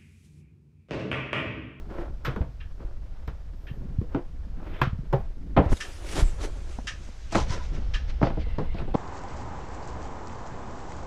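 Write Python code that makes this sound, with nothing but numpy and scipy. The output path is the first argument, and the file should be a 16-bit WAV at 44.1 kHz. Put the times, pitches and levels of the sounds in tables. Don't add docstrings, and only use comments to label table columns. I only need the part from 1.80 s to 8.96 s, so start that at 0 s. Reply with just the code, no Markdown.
import sys
import numpy as np
from scipy import signal
from scipy.fft import rfft, irfft, next_fast_len
from scipy.io import wavfile
from scipy.ndimage import uniform_filter1d, map_coordinates

SR = 44100
rng = np.random.default_rng(int(sys.argv[2]) if len(sys.argv) > 2 else 0)


def put_to_file(sound):
    columns = np.atleast_2d(sound).T
    safe = np.clip(columns, -1, 1)
    whole_steps = np.round(safe * 32767)
    wavfile.write(sys.argv[1], SR, whole_steps.astype(np.int16))


N = 315647


def amp(db):
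    return 10 ** (np.asarray(db) / 20)


def unit(x):
    return x / np.sqrt(np.mean(x ** 2) + 1e-20)


def unit_hit(x):
    return x / np.sqrt(uniform_filter1d(x ** 2, size=SR // 125).max())


def value_at(points, hz):
    pitches, values = np.transpose(points)
    return np.interp(np.log(hz + 1), np.log(pitches + 1), values)


def wobble(turns_per_s):
    points = rng.standard_normal(int(N * turns_per_s / SR) + 4)
    return map_coordinates(points, [np.arange(N) * turns_per_s / SR])


def add(track, start_s, sound):
    part = track[max(round(start_s * SR), 0):][:len(sound)]
    part += sound[:len(part)]


def filtered(x, response):
    size = next_fast_len(len(x) + SR // 6)
    return irfft(rfft(x, size) * response(np.fft.rfftfreq(size, 1 / SR)), size)[:len(x)]


def coloured(x, spectrum):
    return filtered(x, lambda hz: amp(value_at(spectrum, hz)))


def resonate(x, resonances):
    return filtered(x, lambda hz: sum(amp(db) * 1j * hz * width / (pitch**2 - hz**2 + 1j * hz * width)
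                                      for pitch, width, db in resonances))


def band(x, low_hz, high_hz):
    edges_hz = [low_hz, np.clip(high_hz, 2 * low_hz, SR / 2 - 1)]
    return signal.sosfilt(signal.butter(3, edges_hz, "band", fs=SR, output="sos"), x)


def lowpass(hz, edge_hz, order):
    return 1 / np.sqrt(1 + (hz / edge_hz) ** (2 * order))


def ping(t, hz, fade_s, attack_s=0.00034):
    return amp(-60 * t / fade_s) * np.sin(2 * np.pi * hz * t) * (1 - np.exp(-t / attack_s))


def friction(spectrum, slips_per_s, rough_db):
    return unit(coloured(rng.standard_normal(N) * amp(rough_db * wobble(slips_per_s)), spectrum))


def strokes(rows, stretch=1, rise_share=0.44):
    power = np.zeros(N)
    for peak_s, db, length_s in rows:
        span_s = stretch * length_s
        start_s = max(peak_s - 2 * span_s, 0)
        t = np.arange(start_s - peak_s, 2 * span_s, 1 / SR)
        slope_s = span_s * np.where(t < 0, rise_share, 1 - rise_share)
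        add(power, start_s, amp(db) ** 2 * np.exp(-2 * (t / slope_s) ** 2))
    return np.sqrt(power)


def slipping_tones(rows, partials, spread, sag):
    out, t = np.zeros(N), np.arange(-SR // 3, SR // 3) / SR
    for peak_s, db, length_s, hz in rows:
        phase = 2 * np.pi * hz * np.cumsum(1 - sag * np.tanh(t / length_s)) / SR
        tone = 0
        for ratio, part_db in partials:
            narrow = signal.butter(2, np.clip(spread * ratio * hz, 5, 2000), fs=SR, output="sos")
            fuzz = signal.sosfilt(narrow, rng.standard_normal((2, len(t))))
            tone += amp(part_db) * unit(fuzz[0] * np.cos(ratio * phase) + fuzz[1] * np.sin(ratio * phase))
        add(out, peak_s + t[0], amp(db) * unit(tone) * np.exp(-(2 * t / length_s) ** 2))
    return out


BRIGHT_START_S, OPEN_S, HOLD_S = 3.875, 0.041, 0.25
DULL_HZ, BRIGHT_HZ, SINK_HZ_PER_S = 3400, 10100, 2130
def treble_edge(s):
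    opened = np.clip((s - BRIGHT_START_S) / OPEN_S, 0, 1)
    sunk_hz = SINK_HZ_PER_S * np.maximum(s - BRIGHT_START_S - OPEN_S - HOLD_S, 0)
    return DULL_HZ + np.maximum(opened * (BRIGHT_HZ - DULL_HZ) - sunk_hz, 0)


def dulled(x, order):
    hz, s, slices = signal.stft(x, SR, nperseg=512)
    return signal.istft(slices * lowpass(hz[:, None], treble_edge(s), order), SR)[1][:N]


# pitch_hz, fade_s
PORCH_ECHO = [(120, 0.15), (500, 0.22), (2000, 0.2), (6000, 0.21), (14000, 0.081)]
def impact(t, fade_s, rise_s, echo_db):
    burst = rng.standard_normal(len(t)) * amp(-60 * t / fade_s) * (1 - np.exp(-t / rise_s))
    hz, age_s, slices = signal.stft(rng.standard_normal(len(t)), SR, nperseg=256)
    fading = amp(-60 * age_s / value_at(PORCH_ECHO, hz)[:, None])
    echo = signal.istft(slices * fading, SR)[1][:len(t)] * (1 - np.exp(-t / 0.0034))
    return unit(burst) + amp(echo_db) * unit(echo)


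# pitch_hz, level_db
AIR_TONE = [(180, -4), (300, -3), (348, -1), (517, -9), (1140, -24.5), (1560, -22), (2270, -20.5),
            (5260, -20), (11000, -36), (12400, -32), (15400, -47.5)]
def room_air():
    return amp(-63.5) * unit(coloured(rng.standard_normal(N), AIR_TONE))


# peak_s, level_db, length_s
HIGH_HISS_SWELLS = [(0.17, -78, 0.2), (1.88, -73, 0.28), (2.3, -85, 0.2), (2.92, -73, 0.22),
                    (3.39, -73, 0.1)]
def high_hiss():
    return strokes(HIGH_HISS_SWELLS) * unit(band(rng.standard_normal(N), 12000, 14200))


# time_s, level_db
BODY_MOTION = [(0.0, -35.5), (2.5, -34), (3.4, -29.5), (3.66, -37), (3.85, -28), (3.925, -14.5),
               (3.96, -41), (4.1, -39.5), (4.43, -26.5), (4.85, -32), (5.42, -37.5), (5.62, -28),
               (7.16, -27)]
def body_motion():
    time_s, level_db = np.transpose(BODY_MOTION)
    return amp(np.interp(np.arange(N) / SR, time_s, level_db))


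# pitch_hz, level_db
RUMBLE_TONE = [(8.8, -5.5), (15, 5.5), (38, -1), (58, -1), (94, -12.5), (200, -33), (260, -70), (440, -120)]
def camera_rumble():
    return body_motion() * friction(RUMBLE_TONE, slips_per_s=8.2, rough_db=0.9)


# start_s, level_db
TICK_TIMES = [(0.8012, -43.5), (1.8678, -43), (2.938, -46), (4.003, -29), (5.0702, -28), (6.137, -29)]
# pitch_hz, width_hz, level_db
CASE_RINGS = [(1279, 26, 6.5), (1754, 280, 8), (1770, 47, 7.5), (2440, 620, 2), (2760, 130, 2),
              (3060, 100, 4.5), (3770, 170, -9), (4880, 590, -4.5), (5380, 200, -10), (7100, 250, -64),
              (7614, 810, -48)]
def appliance_ticks():
    out, t = np.zeros(N), np.arange(SR // 3) / SR
    for start_s, db in TICK_TIMES:
        snap = resonate(impact(t, fade_s=0.02, rise_s=0.00019, echo_db=12), CASE_RINGS)
        rebound = resonate(impact(t, fade_s=0.011, rise_s=0.00043, echo_db=-2), CASE_RINGS)
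        add(out, start_s, amp(db - 3.5) * unit_hit(snap))
        add(out, start_s + 0.0074, amp(db - 8) * unit_hit(rebound))
    return dulled(band(out, 1030, 9900), order=4)


# start_s, level_db, pitch_hz, click_db (added to level_db)
FINGER_TAPS = [(3.919, -19, 190, -12), (3.927, -15.5, 210, -10.5), (4.987, -24, 235, -11),
               (5.289, -33.5, 220, -15)]
def finger_taps():
    out, t = np.zeros(N), np.arange(SR // 12) / SR
    for start_s, db, hz, click_db in FINGER_TAPS:
        burst = rng.standard_normal(len(t)) * amp(-60 * t / 0.018)
        click = amp(click_db) * unit_hit(band(burst, 280, 1100))
        add(out, start_s, amp(db) * (ping(t, hz, fade_s=0.035) + click))
    return out


# start_s, level_db, pitch_hz
SOFT_BUMPS = [(0.608, -14.5, 63.6), (0.689, -30.5, 106), (1.049, -26, 38), (1.481, -24, 59),
              (1.913, -23.5, 115), (2.187, -12.5, 89), (3.074, -15.5, 110), (3.131, -19.5, 90),
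              (3.19, -21, 126.7), (3.792, -8.5, 75), (3.861, -15.5, 71), (3.926, -12.5, 63.5),
              (4.426, -9, 29), (5.702, -19, 97.5)]
def soft_bumps():
    out, t = np.zeros(N), np.arange(SR // 4) / SR
    for start_s, db, hz in SOFT_BUMPS:
        cycles = hz * t + 0.13 * (1 - np.exp(-t / 0.00094))
        swell = (1 - np.exp(-cycles / 0.44)) * np.exp(-cycles / 0.54)
        add(out, start_s, amp(db + 10.5) * swell * np.sin(2 * np.pi * cycles))
    return filtered(out, lambda hz: lowpass(hz, 250, order=6))


def cloth_folds(x, depth_db=1.7):
    slices = signal.stft(x, SR, nperseg=512)[2]
    swells = uniform_filter1d(rng.standard_normal(slices.shape), size=6, axis=0)
    swells = uniform_filter1d(swells, size=7, axis=1)
    return unit(signal.istft(slices * amp(depth_db * unit(swells)))[1][:N])


# pitch_hz, level_db
CLOTH_TONE = [(500, 5), (1000, 0), (1400, 1.5), (2000, 2.5), (3100, 0.5), (4400, -2), (6000, -1.5),
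              (9400, -5.5), (10600, -2.5), (11700, -9), (14000, -1.5), (15500, -30.5)]
# peak_s, level_db, length_s
CLOTH_BRUSHES = [(2.96, -48, 0.21), (3.928, -39, 0.02), (3.974, -47, 0.017), (4.335, -40, 0.17),
                 (4.385, -33, 0.067), (4.48, -51, 0.066), (4.635, -39.5, 0.059), (4.79, -70, 0.062),
                 (4.93, -53.5, 0.12), (5.25, -53.5, 0.1), (5.531, -52, 0.018), (5.573, -33.5, 0.098),
                 (5.725, -37, 0.094), (5.83, -49, 0.13), (5.955, -47.5, 0.063), (6.298, -44.5, 0.039),
                 (6.452, -41, 0.074), (6.615, -45, 0.042), (6.99, -45, 0.07)]
# peak_s, level_db, length_s, pitch_hz
CLOTH_ZIPS = [(3.974, -48, 0.018, 3700), (4.16, -59, 0.05, 5500), (4.475, -50.5, 0.081, 7730),
              (5.735, -47, 0.051, 5530)]
HISS_EARLY_DB, HISS_LATE_DB, HISS_EASE_S = -46.5, -56, 0.38
def trousers():
    bright_for_s = np.maximum(np.arange(N) / SR - BRIGHT_START_S, 0)
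    hiss_db = HISS_LATE_DB + (HISS_EARLY_DB - HISS_LATE_DB) * np.exp(-bright_for_s / HISS_EASE_S)
    hiss_db += 0.9 * wobble(7)
    sliding = amp(-13) * strokes(CLOTH_BRUSHES, stretch=1.2)
    hiss_gain = np.clip(bright_for_s / OPEN_S, 0, 1) * np.hypot(amp(hiss_db), sliding)
    hiss = hiss_gain * cloth_folds(coloured(rng.standard_normal(N), CLOTH_TONE))
    brushes = strokes(CLOTH_BRUSHES) * cloth_folds(friction(CLOTH_TONE, slips_per_s=450, rough_db=2))
    zips = slipping_tones(CLOTH_ZIPS, [(1, -2), (1.9, -8)], spread=0.06, sag=0.02)
    return dulled(hiss + brushes + zips, order=6)


# peak_s, level_db, length_s, pitch_hz
PAD_SQUEAKS = [(5.532, -42, 0.021, 1210), (5.605, -44, 0.068, 1010), (5.735, -40.5, 0.06, 991),
               (5.8, -45, 0.058, 992), (6.70, -54.5, 0.224, 2050), (6.92, -58, 0.12, 2100)]
# pitch_ratio, level_db
SQUEAK_TONES = [(1, 2.5), (1.34, -5), (1.49, -8), (2, -18)]
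def rubber_squeaks():
    return slipping_tones(PAD_SQUEAKS, SQUEAK_TONES, spread=0.035, sag=0.008)


def foot_settling(rise_s=0.016, settle_s=0.032):
    power, t = np.zeros(N), np.arange(SR // 2) / SR
    slide = (1 - np.exp(-t / rise_s)) * np.exp(-t / settle_s)
    for start_s, db, *_ in BOOT_KNOCKS:
        add(power, start_s, (amp(db) * slide) ** 2)
    return np.sqrt(power)


# pitch_hz, level_db
LEATHER_TONE = [(80, -13.5), (130, 19), (200, 14), (330, 5), (450, -2.5), (650, -38.5), (1200, -91)]
# peak_s, level_db, length_s
LEATHER_BENDS = [(0.15, -44, 0.33), (2.03, -42, 0.26), (2.84, -49.5, 0.71), (3.24, -42, 0.033),
                 (3.67, -41, 0.21), (4.38, -37, 0.16), (5.95, -38.5, 0.13), (7.06, -39, 0.17)]
def leather_rubs():
    moving = amp(-23.5) * body_motion() + amp(-19) * foot_settling()
    return np.hypot(moving, strokes(LEATHER_BENDS)) * friction(LEATHER_TONE, slips_per_s=73, rough_db=4.5)


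# pitch_hz, level_db
SOLE_TONE = [(300, -12), (500, 3), (1000, -5), (1500, -7), (2200, -12.5), (3200, -18), (5000, -26),
             (11500, -42.5), (12700, -44), (14000, -43.5), (15500, -52)]
# peak_s, level_db, length_s
SOLE_DRAGS = [(0.005, -53, 0.11), (0.18, -39, 0.19), (0.51, -41.5, 0.15), (1.05, -51.5, 0.16),
              (1.98, -57, 0.41), (2.335, -46.5, 0.075), (2.86, -46, 0.2), (2.98, -44.5, 0.13),
              (3.85, -36.5, 0.11), (4.07, -47.5, 0.11), (4.28, -45, 0.18), (4.385, -31.5, 0.084),
              (4.635, -38, 0.084), (4.78, -54.5, 0.75), (5.6, -60, 0.027), (5.76, -45, 0.095),
              (5.98, -47.5, 0.15), (7.005, -38, 0.069)]
# pitch_hz, width_hz, level_db
TREAD_RINGS = [(326, 114, 12), (545, 45, 6), (710, 75, -8), (990, 66, -14.5), (1310, 42, -4),
               (2110, 580, -34.5)]
def sole_scuffs():
    drag = strokes(SOLE_DRAGS)
    shuffle = body_motion() * amp(-27.5 - wobble(4.93)) + amp(-28) * foot_settling()
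    hiss = np.hypot(shuffle, amp(-9) * drag) * friction(SOLE_TONE, slips_per_s=70, rough_db=2)
    catches = rng.standard_normal(N) * amp(4 * wobble(160))
    tread = unit(band(resonate(catches, TREAD_RINGS), 263, 1660))
    snaps = (rng.random(N) < 70 / SR) * rng.standard_normal(N)
    dirt = amp(-31.5) * unit(band(snaps, 1500, 4500))
    return hiss + drag * (tread + dirt)


# pitch_hz, level_db
GRIT_TONE = [(2200, -35), (3300, -4.5), (5500, -9), (8000, -22), (11200, -27), (12300, -12), (14000, -17),
             (15500, -33.5)]
def grit_crunch(t, start_s, fade_s):
    force = impact(t, fade_s, rise_s=0.00044, echo_db=-3)
    if start_s < BRIGHT_START_S:
        return coloured(force, GRIT_TONE)
    return filtered(band(force, 3500, 12000), lambda hz: lowpass(hz, treble_edge(start_s), order=5))


# pitch_hz, width_hz, level_db
FLOOR_RINGS = [(137.2, 43, 6.5), (184, 22, 4.5), (223.5, 57, 0), (300.4, 14, -6.5), (353, 72, -3.5),
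               (498, 72, 10), (554, 40, 5), (657, 72, 9.5), (795, 110, 4.5), (950, 130, -3.5),
               (1073, 34, -8), (1320, 230, -13), (1440, 56, -18), (1912, 740, 3), (2600, 610, -11),
               (2978, 570, -20)]
# pitch_hz, width_hz, level_db
SOLE_EDGE_RINGS = [(1243, 410, 19), (1470, 230, 5), (2020, 390, -3.5), (2440, 170, -8), (2930, 150, 0.5)]
# pitch_ratio, level_db, fade_s
HOLLOW_TONES = [(1, 1.5, 0.125), (1.44, -1, 0.12), (2.04, -0.5, 0.12), (2.26, -8.5, 0.086)]
# start_s, level_db, thud_db, slap_db, grit_db, ring_hz, ring_db, boom_db, fade_s
# (the later levels are added to level_db)
BOOT_KNOCKS = [(0.184, -31, -8.5, -14, -38, 345, -2, -15, 0.022),
               (0.448, -39.5, -4, 14, 3.5, 448, -8, -2, 0.3),
               (0.477, -39, 8.5, -12, -28, 447, -5, 21.5, 0.08),
               (0.561, -31, 1, -1.5, -20, 446, -8.5, 4, 0.016),
               (0.613, -31.5, -2, -9.5, -23, 189, -8, 3, 0.022),
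               (1.001, -40, -4.5, -11, -29, 241, -7, -1, 0.019),
               (1.476, -37.5, -0.5, -3, -8, 437, -6, -11, 0.048),
               (2.214, -41.5, 12, -14, -16, 208, 4, 3, 0.013),
               (2.347, -24.5, -4.5, -6, -29, 281, 2, -10, 0.012),
               (2.368, -39, -14, -24, -40, 347, 10, -5, 0.0088),
               (3.015, -20, -6, 6, -12, 363.3, -9.5, 6, 0.024),
               (3.327, -22, -18, -9.5, -21, 383, -4, -5, 0.08),
               (3.333, -18.5, -7.5, -15, -27, 388.3, -4, 5, 0.037),
               (3.765, -18.5, -6, -5, -36, 329, -2, -13, 0.056),
               (3.772, -10.5, -3.5, -11, -36, 302.3, -9.5, -11, 0.042),
               (3.789, -23.5, 5, -8, -38, 285.4, 4.5, 4, 0.022),
               (5.523, -31.5, -8, -3, 0.5, 330, -7, -10, 0.045),
               (5.547, -23.5, 1, -2, -15, 337, -2, -3, 0.025),
               (5.554, -14, -5, -4, -11.5, 337, -8.5, -7, 0.011),
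               (6.414, -20, -3, -22, -38, 294, -8, -15, 0.019),
               (6.427, -17, 0, -6.5, -28, 290, -7.5, -14, 0.021),
               (6.469, -23.5, -12, -6.5, -29, 340, -8.5, -12, 0.0061),
               (6.503, -29, -1.5, -9.5, -25, 390, -9, -10, 0.0083),
               (6.572, -33, 4.5, -23, -38, 312, 0, -15, 0.048),
               (6.664, -42.5, 3, -18, -32, 481, -8.5, 0, 0.028),
               (6.783, -25, -0.5, -13.5, -17, 205, -3, -10, 0.065),
               (6.8, -29, 3.5, -19, -30, 240, -4, 0, 0.026),
               (6.943, -37.5, 7, -18, -7.5, 334, -6, -8, 0.053),
               (7.019, -40, 6, -20, -23, 337, -10, -1, 0.02),
               (7.077, -36, -6, -23, -38, 383, -4, -8, 0.014),
               (7.141, -20, -1.5, -25, -20, 367, -7, -9, 0.13),
               (7.15, -19, 7, -17, -21, 384.5, -2.5, -2, 0.06)]
REACHES_TUB_S, WALL_ECHO_DB = 2.7, -4.5
def boot_knocks():
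    out, t = np.zeros(N), np.arange(SR // 3) / SR
    for start_s, db, thud_db, slap_db, grit_db, ring_hz, ring_db, boom_db, fade_s in BOOT_KNOCKS:
        floor = resonate(impact(t, fade_s, rise_s=0.0016, echo_db=WALL_ECHO_DB), FLOOR_RINGS)
        thud = amp(thud_db) * unit_hit(band(floor, 92.6, 353))
        knock = amp(-5) * unit_hit(band(floor, 318, 1140))
        edge = resonate(impact(t, 0.72 * fade_s, rise_s=0.0035, echo_db=WALL_ECHO_DB), SOLE_EDGE_RINGS)
        slap_top_hz = min(3690, 5000 * 2 ** (slap_db / 15))
        slap = amp(slap_db - 5) * unit_hit(band(edge, 830, slap_top_hz))
        grit = amp(grit_db - 9.5) * unit_hit(grit_crunch(t, start_s, 0.5 * fade_s))
        db_per_octave, clack_hz = (-13, 1470) if start_s < REACHES_TUB_S else (-1, 1030)
        hollow = sum(amp(tone_db + db_per_octave * np.log2(ratio))
                     * ping(t, ratio * ring_hz, tone_fade_s, attack_s=0.00097)
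                     for ratio, tone_db, tone_fade_s in HOLLOW_TONES)
        ring = amp(ring_db) * unit_hit(hollow)
        clack = amp(slap_db - 8) * ping(t, clack_hz, fade_s=0.073)
        boom = amp(boom_db) * ping(t, hz=132.6, fade_s=0.14, attack_s=0.0039)
        add(out, start_s, amp(db) * (thud + knock + slap + grit + ring + clack + boom))
    return out


def scene():
    hits = boot_knocks() + soft_bumps() + finger_taps() + appliance_ticks()
    noises = leather_rubs() + sole_scuffs() + high_hiss() + rubber_squeaks() + trousers()
    return (hits + noises + camera_rumble() + room_air())[None]


def record(dry):
    fade_out = np.clip((N - np.arange(N)) / SR / 0.003, 0, 1)
    return np.array([filtered(channel * fade_out, lambda hz: hz < 15100) for channel in dry])


dry = scene()
out = record(dry)
put_to_file(out)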